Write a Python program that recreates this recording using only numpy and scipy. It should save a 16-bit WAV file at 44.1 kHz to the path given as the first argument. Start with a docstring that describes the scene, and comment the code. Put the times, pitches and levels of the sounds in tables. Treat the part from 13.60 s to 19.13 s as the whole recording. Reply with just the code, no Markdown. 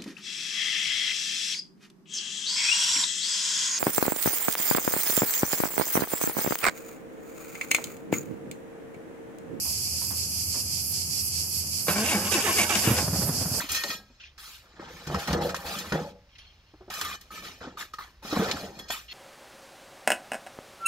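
"""Spreading mortar on bricks

A bricklayer works close by, outdoors. Sand grinds under the steel trowel, which rings
when its blade is free and goes dull in the wet mortar. A tub booms as mortar is scooped,
lumps thud and squelch, and between strokes the blade grazes the sand."""
import sys
import numpy as np
from scipy import signal
from scipy.fft import rfft, irfft, next_fast_len
from scipy.io import wavfile
from scipy.ndimage import uniform_filter1d

SR = 44100
rng = np.random.default_rng(int(sys.argv[2]) if len(sys.argv) > 2 else 0)


def materialize(psi):
    """Save the field psi as 16-bit PCM at rate SR to the path in sys.argv[1].

    A 1-D psi becomes a single channel; in a 2-D psi each row is a channel.
    """
    bounded = np.clip(np.atleast_2d(psi).T, -1, 1)
    quanta = np.round(bounded * 32767).astype(np.int16)
    wavfile.write(sys.argv[1], SR, quanta)


N = 243873

# Tone colours (how strong each pitch is): pitch_hz, level_db
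AIR_COLOUR = [(20, -12.5), (55, 3.5), (80, -0.5), (160, -16.5), (400, -22.5), (1200, -23.5), (3200, -28),
              (5500, -28), (8500, -48.5), (16000, -45)]  # outdoor background
GRAZE_COLOUR = [(300, -22), (900, -18), (1800, -5.5), (3000, 3.5), (4400, -6), (5900, -7), (7500, -28),
                (9000, -62), (15000, -50)]  # sand touched lightly
SAND_COLOUR = [(30, -32), (60, 3.5), (110, -4.5), (170, 3), (400, 0), (800, -1), (1400, 0.5), (2200, -6),
               (4200, -2.5), (6300, -10), (7600, -14), (8600, -20.5), (11000, -16.5), (15000, -19)]  # sand ground under steel
SIDE_COLOUR = [(60, -23), (150, -20.5), (260, -16), (500, -9), (1100, -6), (2300, 1), (4400, -1),
               (15000, 0.5)]  # the part that differs between left and right
ECHO_COLOUR = [(200, -4.5), (3000, 1), (7000, 2.5), (12000, 0.5)]
SPLAT_COLOUR = [(60, -12.5), (200, 2.5), (550, 3.5), (1400, -7.5), (3000, -35), (9000, -62)]
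# The notes the tub rings at: pitch_hz, width_hz, level_db
TUB_NOTES = [(76.8, 8.8, 10.5), (162.3, 16, -1.5), (188.6, 6.2, 13), (254, 5, -7), (285, 2.8, -5),
             (362, 16, -5.5), (488.8, 7.5, 13.5), (547.6, 3.3, 12), (574.8, 5.1, 10.5), (679, 7.6, 5.5),
             (801, 13.5, 7.5), (845, 4.7, 6.5)]
# The notes of the steel blade, free or pressed flat: pitch_hz, width_hz, free_db, pressed_db
BLADE_NOTES = [(1226, 13, -8.5, 19), (1286, 15, 17.5, 11), (1630, 6, 20.5, 0), (1784, 12, -3, 19.5),
               (1855, 16.6, 28, -14.5), (2326, 55, 0.5, 15.5), (2444, 11.74, 22, 13), (2518, 21, 19, 8.5),
               (3033, 16, 11, 16.5), (3324, 34, 17.5, 3), (3920, 16, 15.5, -2), (4270, 34, 21.5, -7.5),
               (4450, 8.6, 21, -8.5), (5120, 40, 15.5, -12.5), (5190, 34, 22, 0.5), (5440, 60, 20, -2),
               (5980, 19, 16, 16.5), (6400, 30, 24, 3.5), (6444, 25, 19.5, -5), (7490, 24, 21, 14.5),
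               (9830, 26, 17.5, 13), (10650, 32, 11, -10), (12000, 23, 10, -11.5), (12200, 30, 24, -9),
               (13100, 63, 3, 13), (13800, 86, 12.5, 2), (13800, 81, 9, -6.5)]
# The sound's four bands (mortar rumble, blade rasp, grinding, sand fizz): low_hz, high_hz
BANDS = [(74, 900), (900, 2000), (2000, 8000), (8000, 16000)]
# How fast each band rises as the blade bites, one per band: rise_s
BAND_RISE_S = [0.0049, 0.001, 0.011, 0.0055]
# How each band stretches or shortens a stroke's fade, one per band: fade_factor
BAND_FADE = [1.28, 0.74, 0.92, 0.94]
# What each band gains by mid-stroke, where the blade is fastest, one per band: boost_db
BAND_BOOST_DB = [0.67, 0.48, 0.55, 3.7]

# The blade grazes the sand: start_s, length_s, fade_s, level_db, swell_db, blade_ring
GRAZES = [(0.598, 0.073, 0.027, -51, -3, 0.12), (2.688, .06, 0.014, -65.5, 1, .23),
          (2.751, 0.0052, 0.013, -50, 1, .86), (2.781, 0.025, 0.054, -51, -5, 0.53),
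          (2.84, .03, 0.1, -59.5, -1, .7), (3.06, .05, 0.083, -68, -2, 0.86),
          (5.479, 0.064, .016, -44.5, 10, 1.3)]
# Lumps of mortar land: start_s, level_db, pitch_hz, decay_s
LUMPS = [(0.04, -29, 284, 0.0081), (0.102, -37, 79, 0.041), (0.242, -30, 571, 0.015),
         (0.39, -46.5, 207, 0.049), (.5, -48.5, 242, 0.016), (1.194, -34, 330, 0.01),
         (1.471, -24, 149, 0.0099), (1.497, -25.5, 147, 0.044), (1.545, -25, 198, .025),
         (1.68, -28.5, 195, .03), (1.731, -17, 172.5, 0.024), (1.747, -18, 478, 0.019),
         (1.765, -26, 345.6, 0.064), (1.809, -26, 160, 0.042), (2.319, -21.5, 157.6, 0.058),
         (2.324, -22, 395, 0.019), (3.137, -38, 309, 0.0094), (3.207, -40.5, 370, 0.028),
         (3.279, -36.5, 368, 0.013), (3.3, -32, 750, 0.006), (3.428, -42.5, 82, 0.065),
         (3.738, -43, 300, 0.011), (4.071, -30.5, 258, 0.012), (4.649, -27.5, 214, 0.0057),
         (4.726, -15, 302, 0.013), (4.768, -14.5, 218, 0.009), (4.794, -16, 192.3, 0.03),
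         (4.821, -16, 458, 0.0146), (5.031, -32, 197.4, 0.028), (5.301, -21, 710, 0.0049)]
# Air pockets squelch: start_s, level_db, pitch_hz, decay_s, glide_octaves_per_s
AIR_POCKETS = [(.003, -30, 1390, 0.0067, 65), (0.016, -32, 955, .005, 78), (1.544, -22.5, 1060, 0.0035, 11),
               (1.9447, -13.5, 1130, 0.001, 6), (4.226, -27.5, 1890, 0.0033, -56)]
# The blade snaps free: start_s, level_db, pitch_hz, decay_s
BLADE_SNAPS = [(.164, -30.5, 1839, 0.038), (0.304, -47.5, 1300, 0.069), (2.783, -48, 3230, 0.018),
               (3.452, -30, 1206, 0.022), (3.492, -39, 1135, 0.013), (3.513, -32, 1128, 0.0043),
               (3.704, -39, 1274, 0.025), (3.775, -35.5, 1276, 0.013), (4.171, -31, 1240, 0.0051),
               (4.336, -27, 1260, 0.006), (4.384, -30, 1232, 0.01), (4.406, -40.5, 1170, 0.014),
               (5.194, -36.5, 3350, 0.011), (5.303, -31.5, 3390, 0.02), (5.513, -39.5, 4300, .03)]
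# In the next three tables, rumble_db, rasp_db and fizz_db are added to the grinding's level_db.
# The edge catches on stone or brick: start_s, level_db, rasp_db, fizz_db, decay_s, blade_ring
EDGE_CATCHES = [(.089, -32.5, -14.5, -6, .016, 0.7), (0.115, -35, -8, 6.5, 0.015, 0.82),
                (.145, -25.5, -9.5, -1, 0.01, 1.1), (0.164, -27, -27, -11, .007, .89),
                (.235, -28, -5, -9, .0067, 0.18), (.3, -30, -6, -29, 0.016, 0.69),
                (.777, -46, -2.5, -23.5, .013, 0.63), (1.468, -39, -5, -10, .011, 0.71),
                (1.544, -34.5, 9.5, -10, .0055, 0.54), (1.673, -32.5, 1.5, -5.5, 0.009, 0.62),
                (1.727, -29.5, -22, -10, 0.0096, 0.11), (1.89, -35.5, 3.5, -10, 0.014, 0.3),
                (1.943, -34.5, 0.5, -9.5, .013, 0.22), (1.962, -37, -10, -4, 0.0066, 0.25),
                (2.185, -34.5, -20.5, -3, 0.0089, 0.9), (2.32, -34, 5.5, -14.5, 0.008, .2),
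                (2.781, -53.5, -23, -39, 0.0088, 0.34), (3.3, -36.5, -5, -8.5, 0.0071, 0.21),
                (3.336, -35.5, -24, -5, 0.012, 1.2), (3.411, -29.5, 0, -4.5, 0.0067, .2),
                (3.447, -38.5, 4, 0, 0.0062, 0.16), (3.609, -51.5, -16, 0.5, 0.01, .44),
                (3.776, -52, 0, -20, 0.0051, .5), (4.333, -49.5, -4.5, -9, 0.023, 0.22),
                (4.885, -35, 4.5, -14, 0.012, 0.31), (4.911, -23, -14, -21, 0.0062, 0.16),
                (5.188, -43, -3, -4.5, 0.012, 0.42), (5.283, -42.5, -18, -12, 0.021, 0.66),
                (5.301, -29, -2.5, -9, 0.0053, 0.81)]
# The trowel digs in the tub:
# start_s, length_s, fade_s, level_db, swell_db, rumble_db, rasp_db, fizz_db, tub_ring
TUB_DIGS = [ (1.03, 0.14, .03, -65, -0.5, 0.5, 1, -36, 0.35),
            (1.149, 0.035, 0.012, -65, 6, 11.5, 7.5, -30, .7),
            (1.191, 0.097, 0.048, -54.5, -2.5, 8, 6.5, -22, 0.39),
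            (1.282, 0.19, 0.014, -52.5, 2, -0.5, -1.5, -10.5, 0.78),
            (1.466, 0.098, 0.023, -47.5, 9.5, 12, 2.5, -10, 1.3),
            (1.58, 0.12, 0.033, -41.5, -9.5, -3, -2, -11, 0.72),
            (1.677, 0.071, .012, -39.5, -3, 10, 5, -11.5, 2.6),
            (1.745, 0.086, 0.061, -50, -5.5, 22, 7.5, -14, 1.7),
            (1.808, 0.11, 0.023, -44, -10, 10, -1, -7, 0.65), (1.95, 0.14, .02, -50, -2, 2, 3.5, -5, 1.2),
            (2.049, 0.17, 0.038, -40.5, -3, 0, -1.5, -6, 0.94), (2.23, 0.083, .02, -49.5, 4, 3, 3, -6, 1.3),
            (2.321, .055, 0.039, -45.5, -2.5, 16, 7, -9, 0.66),
            (2.385, .128, 0.011, -53, -8.5, 11, -2.5, -13, 2.6), ]
# The trowel spreads mortar on the bricks (pressed runs from 0, free, to 1, flat):
# start_s, length_s, fade_s, level_db, swell_db, rumble_db, rasp_db, fizz_db, blade_ring, pressed
BRICK_STROKES = [ (0.0, 0.017, 0.061, -32.5, -9.5, -9, -2.5, -3, 0.38, 0.4),
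                 (.083, 0.091, 0.034, -33.5, 6.5, -20, -10.5, -7, 0.7, 0.16),
                 (.18, .05, 0.025, -44, 3, -18.5, -3, -2, 0.35, 0),
                 (.234, 0.11, 0.025, -38.5, 0.5, -8, -10, -6, 0.38, 0.11),
                 (.42, 0.17, .02, -68.5, 4, -13, -9, -32, 0.86, 0.18),
                 (.778, .18, 0.051, -50, 0, -22, -9, -4, 0.087, 0.7),
                 (3.303, 0.25, 0.0082, -42, -1.5, -10.5, 0, -5.5, 0.7, 0.7),
                 (3.599, 0.05, 0.12, -61, -2, -6, -6, -8.5, 0.54, 0.5),
                 (3.705, 0.07, 0.071, -47.5, 6, -6, -4, -7.5, 0.84, 1),
                 (3.822, 0.057, 0.073, -45, 1.5, -6, -4.5, -11, 0.37, 1),
                 (4.005, 0.044, 0.063, -50.5, -1.5, 8, 5, -31, 0.23, 0.63),
                 (4.172, 0.041, 0.028, -43, 10.5, -13.5, 1.5, -8, 0.15, .96),
                 (4.386, 0.044, 0.055, -50.5, -4, -8.5, 5.5, -7, 0.27, 0.87),
                 (4.623, 0.11, 0.019, -43, 9.5, -1.5, -3.5, -9.5, 0.19, 0.062),
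                 (4.716, 0.14, 0.12, -40, 5.5, 6.5, 1.5, -9.5, 0.26, 0.47),
                 (4.96, 0.12, .035, -48.5, -10, -5.5, -1, -8.5, 0.28, 0.16),
                 (5.13, 0.16, 0.048, -56.5, -4, 2, -4.5, -13, 0.77, 0.11),
                 (5.302, 0.049, 0.049, -37.5, -5, -14.5, -1.5, -4, 0.48, .7), ]


def amp(db):
    """Turns decibels into a gain."""
    return 10 ** (np.asarray(db) / 20)


def evened(x):
    """Scales x to an average (rms) level of 1."""
    return x / np.sqrt(np.mean(abs(x) ** 2) + 1e-20)


def gain_at(colour, hz):
    """Reads the gain at each pitch from a tone colour."""
    pitches, db = np.transpose(colour)
    return amp(np.interp(np.log(hz + 1), np.log(pitches + 1), db))


def coloured(x, colour):
    """Gives x a tone colour."""
    return irfft(rfft(x) * gain_at(colour, np.fft.rfftfreq(len(x), 1 / SR)), len(x))


def add(mix, start_s, sound):
    """Adds a sound to the mix at its start time."""
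    part = mix[max(round(start_s * SR), 0):][:len(sound)]
    part += sound[:len(part)]


def wander(n, rate_hz):
    """A smooth random drift that stays between -2 and 2."""
    size = next_fast_len(n + SR // 8, True)
    hz = np.fft.rfftfreq(size, 1 / SR)
    drift = evened(irfft(rfft(rng.standard_normal(size)) / (1 + (hz / rate_hz) ** 4), size))
    return 2 * np.tanh(drift[:n] / 2)


def burst(t, decay, rise=0.0026):
    """The loudness of a soft hit: a short rise, then a dying tail."""
    return (1 - np.exp(-(t / rise) ** 2)) * np.exp(-np.maximum(t - rise, 0) / decay)


def ping(hz, decay, glide=0, rise=0.0011):
    """A softly struck, dying tone whose pitch may slide."""
    t = np.arange(SR // 2) / SR
    pitch = hz * 2 ** (glide * np.minimum(t, 2 * decay))
    return np.sin(2 * np.pi * np.cumsum(pitch) / SR) * burst(t, decay, rise)


def note(hz, centre, width):
    """A filter for one ringing note: the narrower it is, the longer it rings."""
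    return 1 / (1 + 2j * (hz - centre) / width)


def grit(n, grain_db=0, slip_db=1, grain_hz=900, slip_hz=75):
    """Sand under steel makes tiny cracks, bunched as the blade sticks and slips."""
    noise = rng.standard_normal(n)
    return evened(noise * amp(grain_db * wander(n, grain_hz) + slip_db * wander(n, slip_hz)))


def push(t, rise, length, fade, db, swell, lift=1.03):
    """The hand presses, swells or eases, then lets go; lift above 1 steepens the fade."""
    held = amp(db + swell * (np.minimum(t / length, 1) - 0.5))
    letting_go = np.exp(-(np.maximum(t - length, 0) / fade) ** lift)
    return (1 - np.exp(-t / rise)) * held * letting_go


def outdoor_air(level_db=-59.5):
    """Quiet outdoor rumble and hiss, swelling a little."""
    return amp(level_db + wander(N, rate_hz=3.3)) * evened(coloured(rng.standard_normal(N), AIR_COLOUR))


def yard_echoes(x, delay_s=0.012, decay_s=0.053):
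    """The yard sends back a dying cloud of echoes."""
    t = np.arange(SR // 3) / SR
    bounces = rng.standard_normal(len(t)) * (t > delay_s) * np.exp(-t / decay_s)
    echoes = signal.fftconvolve(x, bounces / np.linalg.norm(bounces))[:N]
    return coloured(echoes, ECHO_COLOUR)


def blade_grazes():
    """The blade barely touches the sand: a soft brushing with two ringing notes."""
    out, t = np.zeros(N), np.arange(SR // 2) / SR
    hz = np.fft.rfftfreq(SR, 1 / SR)
    steel = amp(6.5) * note(hz, 3220, 55) + amp(15) * note(hz, 4250, 70)
    for start, *motion, ring in GRAZES:
        force = push(t, 0.0033, *motion) * grit(len(t), grain_db=2.5, slip_db=-1)
        response = evened((1 + ring * steel) * gain_at(GRAZE_COLOUR, hz))
        add(out, start, irfft(rfft(force, SR) * response))
    return out


def wet_mortar(thud_db=-4, splat_db=-11):
    """Lumps land with a dull thud and a wet splat; air pockets pop."""
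    out, t = np.zeros(N), np.arange(SR // 2) / SR
    for start, db, hz, decay in LUMPS:
        splat = evened(coloured(grit(len(t), grain_db=1), SPLAT_COLOUR)) * burst(t, decay)
        add(out, start, amp(db + thud_db) * ping(hz, decay) + amp(db + splat_db) * splat)
    for start, db, hz, decay, glide in AIR_POCKETS:
        add(out, start, amp(db) * ping(hz, decay, glide, rise=0.00065))
    return out


def blade_snaps(overtone_db=-15, scuff_db=-15):
    """The bent blade springs free and rings, with a higher note and a scuff of sand."""
    out, t = np.zeros(N), np.arange(SR // 2) / SR
    for start, db, hz, decay in BLADE_SNAPS:
        scuff = evened(coloured(grit(len(t)), SAND_COLOUR)) * burst(t, decay)
        tone = ping(hz, decay, rise=0.002) + amp(overtone_db) * ping(hz * 3.45, decay, rise=0.002)
        add(out, start, amp(db) * (tone + amp(scuff_db) * scuff))
    return out


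def blade_and_tub(hz, blade_ring, pressed, tub_ring, damping=0.48):
    """A filter that adds the ring of blade and tub; pressing reshapes and damps the blade's notes."""
    steel = sum(amp(free + pressed * (flat - free)) * note(hz, pitch, width * (1 + damping * pressed))
                for pitch, width, free, flat in BLADE_NOTES)
    hollow = sum(amp(db) * note(hz, pitch, width) for pitch, width, db in TUB_NOTES)
    return 1 + blade_ring * steel + tub_ring * hollow


def rub(forces, bands, **contact):
    """One force per band shakes the blade and tub; each band keeps the level of its force."""
    size = next_fast_len(len(forces[0]) + SR // 3, True)
    hz = np.fft.rfftfreq(size, 1 / SR) + 1
    response = blade_and_tub(hz, **contact) * gain_at(SAND_COLOUR, hz)
    spectrum = 0
    for force, (low, high) in zip(forces, bands):
        band = 1 / np.sqrt((1 + (low / hz) ** 10) * (1 + (hz / high) ** 20))
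        spectrum += rfft(force, size) * evened(response * band)
    return irfft(spectrum, size)[:size - SR // 15]


def edge_catches():
    """The edge hits stone or brick, and a short crunch makes the blade clink."""
    out, t = np.zeros(N), np.arange(SR // 12) / SR
    for start, db, rasp, fizz, decay, ring in EDGE_CATCHES:
        crunch = grit(len(t), grain_db=-2, slip_db=1.5) * burst(t, decay, rise=0.0024)
        forces = [amp(db + offset) * crunch for offset in (rasp, 0, fizz)]
        add(out, start, rub(forces, BANDS[1:], blade_ring=ring, pressed=0.18, tub_ring=0))
    return out


def lumpy(x, patch_db=4):
    """Lumps and hollows under the blade briefly favour pitches that keep shifting."""
    frames = dict(nperseg=512, noverlap=384)
    spectra = signal.stft(x, **frames)[2]
    patches = uniform_filter1d(rng.standard_normal(spectra.shape), size=3, axis=0)  # blur in pitch
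    patches = evened(uniform_filter1d(patches, size=7, axis=1))  # blur in time
    return signal.istft(spectra * evened(amp(patch_db * patches)), **frames)[1][:N]


def scrape(length, fade, db, swell, rumble, rasp, fizz, shudder_db=-0.5, shudder_hz=45, **contact):
    """One push grinds sand against the blade; the hand's shudder moves all bands together."""
    t = np.arange(SR // 2) / SR
    speed = np.sin(np.pi * np.minimum(t / length, 1)) - 2 / np.pi  # above or below its average
    shudder = evened(amp(shudder_db * wander(len(t), shudder_hz)))
    forces = []
    for offset, rise, linger, boost in zip((rumble, rasp, 0, fizz), BAND_RISE_S, BAND_FADE, BAND_BOOST_DB):
        pressure = push(t, rise, length, fade * linger, db + offset + boost * speed, swell)
        forces.append(pressure * shudder * grit(len(t)))
    return rub(forces, BANDS, **contact)


def trowel_strokes():
    """Spreading on the bricks lets the blade ring; digging muffles it and makes the tub boom."""
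    out = np.zeros(N)
    for start, *motion, ring, pressed in BRICK_STROKES:
        add(out, start, scrape(*motion, blade_ring=ring, pressed=pressed, tub_ring=0.17))
    for start, *motion, boom in TUB_DIGS:
        add(out, start, scrape(*motion, blade_ring=0.23, pressed=0.67, tub_ring=boom))
    return out


def scene(yard_db=-19, side_db=-2):
    """The work is heard close up in stereo, with gritty scatter from the ground and bricks."""
    work = lumpy(trowel_strokes() + blade_grazes()) + edge_catches() + blade_snaps() + wet_mortar()
    middle = work + outdoor_air() + amp(yard_db) * yard_echoes(work)
    scatter = lumpy(trowel_strokes() + blade_grazes()) + edge_catches() + outdoor_air()
    hz = np.fft.rfftfreq(N, 1 / SR)
    # Low sound reaches the right side first, high sound either side.
    lean = np.tanh(4 * wander(len(hz), 12) + (3000 / (hz + 300)) ** 3)
    shifted = irfft(-1j * lean * rfft(middle), N)
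    side = amp(side_db) * coloured(0.68 * shifted + 0.73 * scatter, SIDE_COLOUR)
    return np.array([middle + side, middle - side])


def record(dry):
    """Cuts away the highest treble, above 15750 Hz."""
    low_pass = signal.firwin(511, 15750, window=("kaiser", 9), fs=SR)
    return signal.oaconvolve(dry, low_pass[None], "same")


dry = scene()
out = record(dry)
materialize(out)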